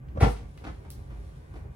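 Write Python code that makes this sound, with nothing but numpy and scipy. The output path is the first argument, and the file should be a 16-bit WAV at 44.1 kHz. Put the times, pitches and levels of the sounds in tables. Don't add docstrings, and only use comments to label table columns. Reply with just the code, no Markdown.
import sys
import numpy as np
from scipy import signal
from scipy.fft import rfft, irfft
from scipy.io import wavfile

SR = 44100
rng = np.random.default_rng(int(sys.argv[2]) if len(sys.argv) > 2 else 0)


def wav_record(signal):
    frames = np.transpose(np.atleast_2d(signal))
    bounded = np.clip(frames, -1, 1)
    quanta = np.round(bounded * 32767).astype(np.int16)
    wavfile.write(sys.argv[1], SR, quanta)


N = 77175

# start, attack, hold and release in seconds, level in dB.
CRUSH_STROKES = [(0.207, 0.002, 0.033, 0.036, -25), (0.221, 0.005, 0.0033, 0.0025, -23),
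                 (0.239, 0.0013, 0.0047, 0.0016, -24), (0.258, 0.0074, 0.0029, 0.0019, -29.5)]
SMACK_STROKES = [(0.196, 0.01, 0.023, 0.021, -32)]
SKID_STROKES = [(0.25, 0.01, 0.062, 0.0092, -55.5)]
SWISH_STROKES = [(0.135, 0.023, 0.0064, 0.0054, -36.5), (0.168, 0.0036, 0.0061, 0.0028, -30),
                 (1.635, 0.016, 0.005, 0.011, -46)]
FLAP_STROKES = [(0.637, 0.003, 0.016, 0.0054, -39.5), (0.663, 0.002, 0.013, 0.011, -37.5),
                (0.847, 0.0039, 0.011, 0.015, -52), (1.1, 0.0026, 0.005, 0.03, -50),
                (1.538, 0.0013, 0.0031, 0.0032, -43), (1.553, 0.002, 0.0056, 0.012, -47)]
BRUSH_STROKES = [(0.072, 0.0096, 0.007, 0.0067, -64.5), (0.355, 0.0073, 0.0095, 0.022, -54),
                 (0.574, 0.0013, 0.0031, 0.0087, -55), (0.638, 0.0055, 0.0064, 0.003, -48.5)]

# frequency in Hz, relative gain in dB.
CRUSH_SPECTRUM = [(160, 1), (260, -2.5), (340, -6), (440, 0), (540, -11.5), (760, 0), (900, -6),
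                  (1170, -19), (1400, -16), (1650, -32), (2200, -27.5), (3200, -29), (6000, -36),
                  (15000, -118)]
SMACK_SPECTRUM = [(700, 0), (1400, -1), (2100, -3), (3000, -11.5), (4300, -14), (6000, -19), (10000, -19),
                  (15000, -37.5)]
SKID_SPECTRUM = [(400, -8), (800, 5), (2000, 0), (5000, 5), (9500, 20), (15000, 5)]
SWISH_SPECTRUM = [(80, -5), (170, 10.5), (280, -8), (400, 4), (560, -6), (900, -9), (2000, -31),
                  (5000, -43.5), (15000, -64)]
FLAP_SPECTRUM = [(160, 3.5), (400, -2), (800, -10), (1200, -10.5), (1700, -13.5), (2500, -19),
                 (3400, -25.5), (5400, -34.5), (7500, -38.5), (10400, -40), (15000, -63)]
BRUSH_SPECTRUM = [(300, -25), (1000, 6), (2200, 12.5), (4500, 3.5), (8000, -7), (15000, -19)]
DRAG_SPECTRUM = [(190, -4), (280, -5), (400, -8.5), (520, -11), (700, -14), (1200, -19.5), (2200, -24),
                 (4000, -47.5), (8000, -46.5)]
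HISS_SPECTRUM = [(1000, 0), (3500, 2.5), (7000, -5), (10000, -1), (15000, -15)]
TICK_SPECTRUM = [(500, -13), (2500, -11), (4500, -5), (7000, -10.5), (9500, -3), (15000, -1.5)]
RUMBLE_SPECTRUM = [(20, -3), (38, -6), (54, -2), (80, 3.5), (105, -12), (130, -2.5), (200, -18),
                   (320, -32.5), (900, -65.5)]

# time in seconds, level in dB.
DRAG_LEVELS = [(0, -56), (0.12, -56.5), (0.42, -52.5), (0.52, -59), (0.62, -52.5), (0.72, -55), (0.8, -55),
               (1.03, -56), (1.12, -54), (1.23, -54.5), (1.34, -55.5), (1.52, -56), (1.58, -53),
               (1.75, -57.5)]
HISS_LEVELS = [(0, -106), (0.16, -80), (0.4, -79), (0.5, -70.5), (0.8, -70.5), (1.05, -72.5), (1.28, -67.5),
               (1.44, -72.5), (1.57, -69.5), (1.68, -85), (1.75, -67)]
RUMBLE_LEVELS = [(0, -44.5), (0.15, -38), (0.45, -42.5), (0.55, -44.5), (0.748, -47), (0.88, -46.5),
                 (1.12, -44), (1.38, -45.5), (1.46, -50.5), (1.56, -40), (1.75, -45)]

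# centre and width in Hz, boost in dB.
BLOW_RESONANCES = [(212, 18.4, 5), (415, 40, -2.5), (475.6, 41, 6.5), (666, 21, 1), (784, 30, 7),
                   (975, 48, -0.5), (1370, 100, 6), (2020, 160, 2.5), (2266, 15, 5.5)]
# time in seconds, pitch in Hz, level in dB.
AIR_PUSHES = [(0.187, 108, -22.5), (0.231, 81.2, -5), (0.2716, 109, -21), (0.2794, 117, -21)]
# frequency in Hz, relative level in dB,
# T60 and delay in seconds, left minus right in dB.
LOW_MODES = [(53.4, -12.5, 0.45, 0.01015, -1.5), (132.2, -18, 0.16, 0.00814, 2.5),
             (210.5, -25, 0.21, 0.00732, 5.5)]
# time in seconds, level in dB, mode gain in dB.
WEIGHT_BUMPS = [(0.069, -50, -7), (0.098, -37, 3), (0.427, -33, 9.5), (0.657, -38, 14.5),
                (0.706, -33.5, 13.5), (0.793, -33, -6), (0.961, -33.5, 10.5), (1.021, -29.5, -3),
                (1.098, -31, 9), (1.133, -41, 11), (1.19, -37.5, 3), (1.27, -32.5, 5), (1.519, -32.5, 3),
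                (1.625, -32, -4), (1.663, -35, 3)]
# time in seconds, relative level in dB, tilt in dB per octave.
TICK_EVENTS = [(0.5756, -28.5, -5), (0.9041, -15.5, 0)]
# frequency in Hz, T60 in seconds.
ROOM_DECAY = [(100, 0.29), (500, 0.28), (2000, 0.27), (6000, 0.38), (15000, 0.14)]


def pillow():
    crush = room(strokes(CRUSH_STROKES, CRUSH_SPECTRUM, BLOW_RESONANCES), tail_db=-5, lag_s=0.00028)
    smack = strokes(SMACK_STROKES, SMACK_SPECTRUM, BLOW_RESONANCES)
    skid = strokes(SKID_STROKES, SKID_SPECTRUM)
    cover = room(smack + skid, tail_db=4, lag_s=0.00007)
    swishes = room(strokes(SWISH_STROKES, SWISH_SPECTRUM), tail_db=0, lag_s=-0.00034)
    boom = sum(undb(db) * thud(at_s, hz, ring_db=3) for at_s, hz, db in AIR_PUSHES)
    return pan(crush, db=3.5) + cover + swishes + boom


def bedding():
    drag = unit(colour(cloth(), DRAG_SPECTRUM)) * envelope(DRAG_LEVELS)
    hiss = unit(colour(cloth(), HISS_SPECTRUM)) * envelope(HISS_LEVELS)
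    flaps = room(strokes(FLAP_STROKES, FLAP_SPECTRUM), tail_db=-0.5, lag_s=0.00019)
    brushes = room(strokes(BRUSH_STROKES, BRUSH_SPECTRUM), tail_db=-2.5, lag_s=0.00005)
    slide = room(drag + hiss, tail_db=2.5, lag_s=0.000291)
    return pan(flaps + brushes + slide, db=1)


def ticks(pivot_hz=4260, tail_db=0.5):
    snaps = 0
    for at_s, db, tilt in TICK_EVENTS:
        spectrum = [(hz, gain_db + tilt * np.log2(hz / pivot_hz)) for hz, gain_db in TICK_SPECTRUM]
        impulse = np.sinc((times() - at_s) * SR)
        snaps = snaps + undb(db) * colour(impulse, spectrum)
    return room(snaps, tail_db, lag_s=0.00011, build_s=0.0093) * np.hypot(1, undb(tail_db))


def mattress(bump_hz=72.2, side_db=-18):
    mid, side = (unit(colour(rng.standard_normal(N), RUMBLE_SPECTRUM)) for _ in range(2))
    rumble = envelope(RUMBLE_LEVELS) * (mid + undb(side_db) * side * np.array([[1], [-1]]))
    bumps = sum(undb(db) * thud(at_s, bump_hz, ring_db) for at_s, db, ring_db in WEIGHT_BUMPS)
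    return pan(rumble + bumps, db=-0.5)


def thud(at_s, hz, ring_db):
    t = times() - at_s
    u = (np.pi * hz * t) ** 2
    sound = (1 - 2 * u) * np.exp(-u)
    for mode_hz, db, t60_s, delay_s, pan_db in LOW_MODES:
        age_s = np.maximum(t - delay_s, 0)
        ring = np.sin(2 * np.pi * mode_hz * age_s) * np.exp(-np.log(1000) * age_s / t60_s)
        sound = sound + undb(db + ring_db) * pan(ring, pan_db)
    return sound


def strokes(rows, spectrum, resonances=()):
    t, gain = times(), 0
    for start_s, attack_s, hold_s, release_s, db in rows:
        rise = np.clip((t - start_s) / attack_s, 0, 1) ** 2
        fall = np.exp(-np.maximum(t - start_s - attack_s - hold_s, 0) / release_s)
        gain = gain + undb(db) * rise * fall
    friction = cloth()
    steady_rms = np.std(colour(friction, spectrum, resonances))
    return colour(friction * gain, spectrum, resonances) / steady_rms


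def cloth(creases_per_s=2500, spread_db=4):
    onsets = rng.random(N) < creases_per_s / SR
    creases = onsets * rng.standard_normal(N) * undb(spread_db * rng.standard_normal(N))
    return unit(unit(creases) + 0.58 * rng.standard_normal(N))


def room(x, tail_db, lag_s, build_s=0.0066, mono_below_hz=186):
    t, f = times(), freqs()
    mid, side = rfft(rng.standard_normal((2, 2 * N)))
    width = f ** 2 / np.hypot(f ** 2, mono_below_hz ** 2)
    field = (mid + side * width * np.array([[1], [-1]])) / np.sqrt(1 + width ** 2)
    tail = 0
    for band_hz, t60_s in ROOM_DECAY:
        band = log_interp([(hz, float(hz == band_hz)) for hz, _ in ROOM_DECAY], f)
        tail = tail + irfft(field * band)[:, :N] * np.exp(-np.log(1000) * t / t60_s)
    tail *= np.sqrt(np.clip(t / build_s, 0, 1))
    tail /= np.sqrt(np.sum(tail ** 2) / 2)
    direct = np.exp(-2j * np.pi * f * np.array([[lag_s], [0]]))
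    response = direct + undb(tail_db) * rfft(tail, 2 * N)
    return irfft(rfft(x, 2 * N) * response)[:, :N] / np.hypot(1, undb(tail_db))


def colour(x, spectrum, resonances=()):
    f = freqs()
    db = log_interp(spectrum, f) - 10 * np.log10(1 + (spectrum[0][0] / (f + 1)) ** 4)
    for hz, width_hz, boost_db in resonances:
        db += boost_db / (1 + (2 * (f - hz) / width_hz) ** 2)
    cepstrum = irfft(np.log(undb(db)))
    cepstrum[1:N] *= 2
    cepstrum[N + 1:] = 0
    return irfft(rfft(x, 2 * N) * np.exp(rfft(cepstrum)))[..., :N]


def log_interp(points, hz):
    knots_hz, values = np.array(sorted(points), float).T
    return np.interp(np.log(hz), np.log(knots_hz), values)


def envelope(levels):
    return undb(np.interp(times(), *np.array(levels).T))


def pan(x, db):
    return x * undb(np.array([[db], [-db]]) / 2)


def undb(db):
    return 10 ** (np.asarray(db) / 20)


def unit(x):
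    return x / np.sqrt(np.mean(x ** 2))


def times():
    return np.arange(N) / SR


def freqs():
    return np.arange(N + 1) * SR / (2 * N) + 1e-6


def scene():
    return pillow() + bedding() + mattress() + ticks()


def record(dry):
    low_cut_hz, top_hz = 37, 15900
    highpass = 1 / np.sqrt(1 + (low_cut_hz / (freqs() + 1)) ** 16)
    lowpass = signal.ellip(8, 0.2, 80, top_hz, fs=SR, output="sos")
    return signal.sosfilt(lowpass, irfft(rfft(dry, 2 * N) * highpass)[:, :N])


dry = scene()
out = record(dry)
wav_record(out)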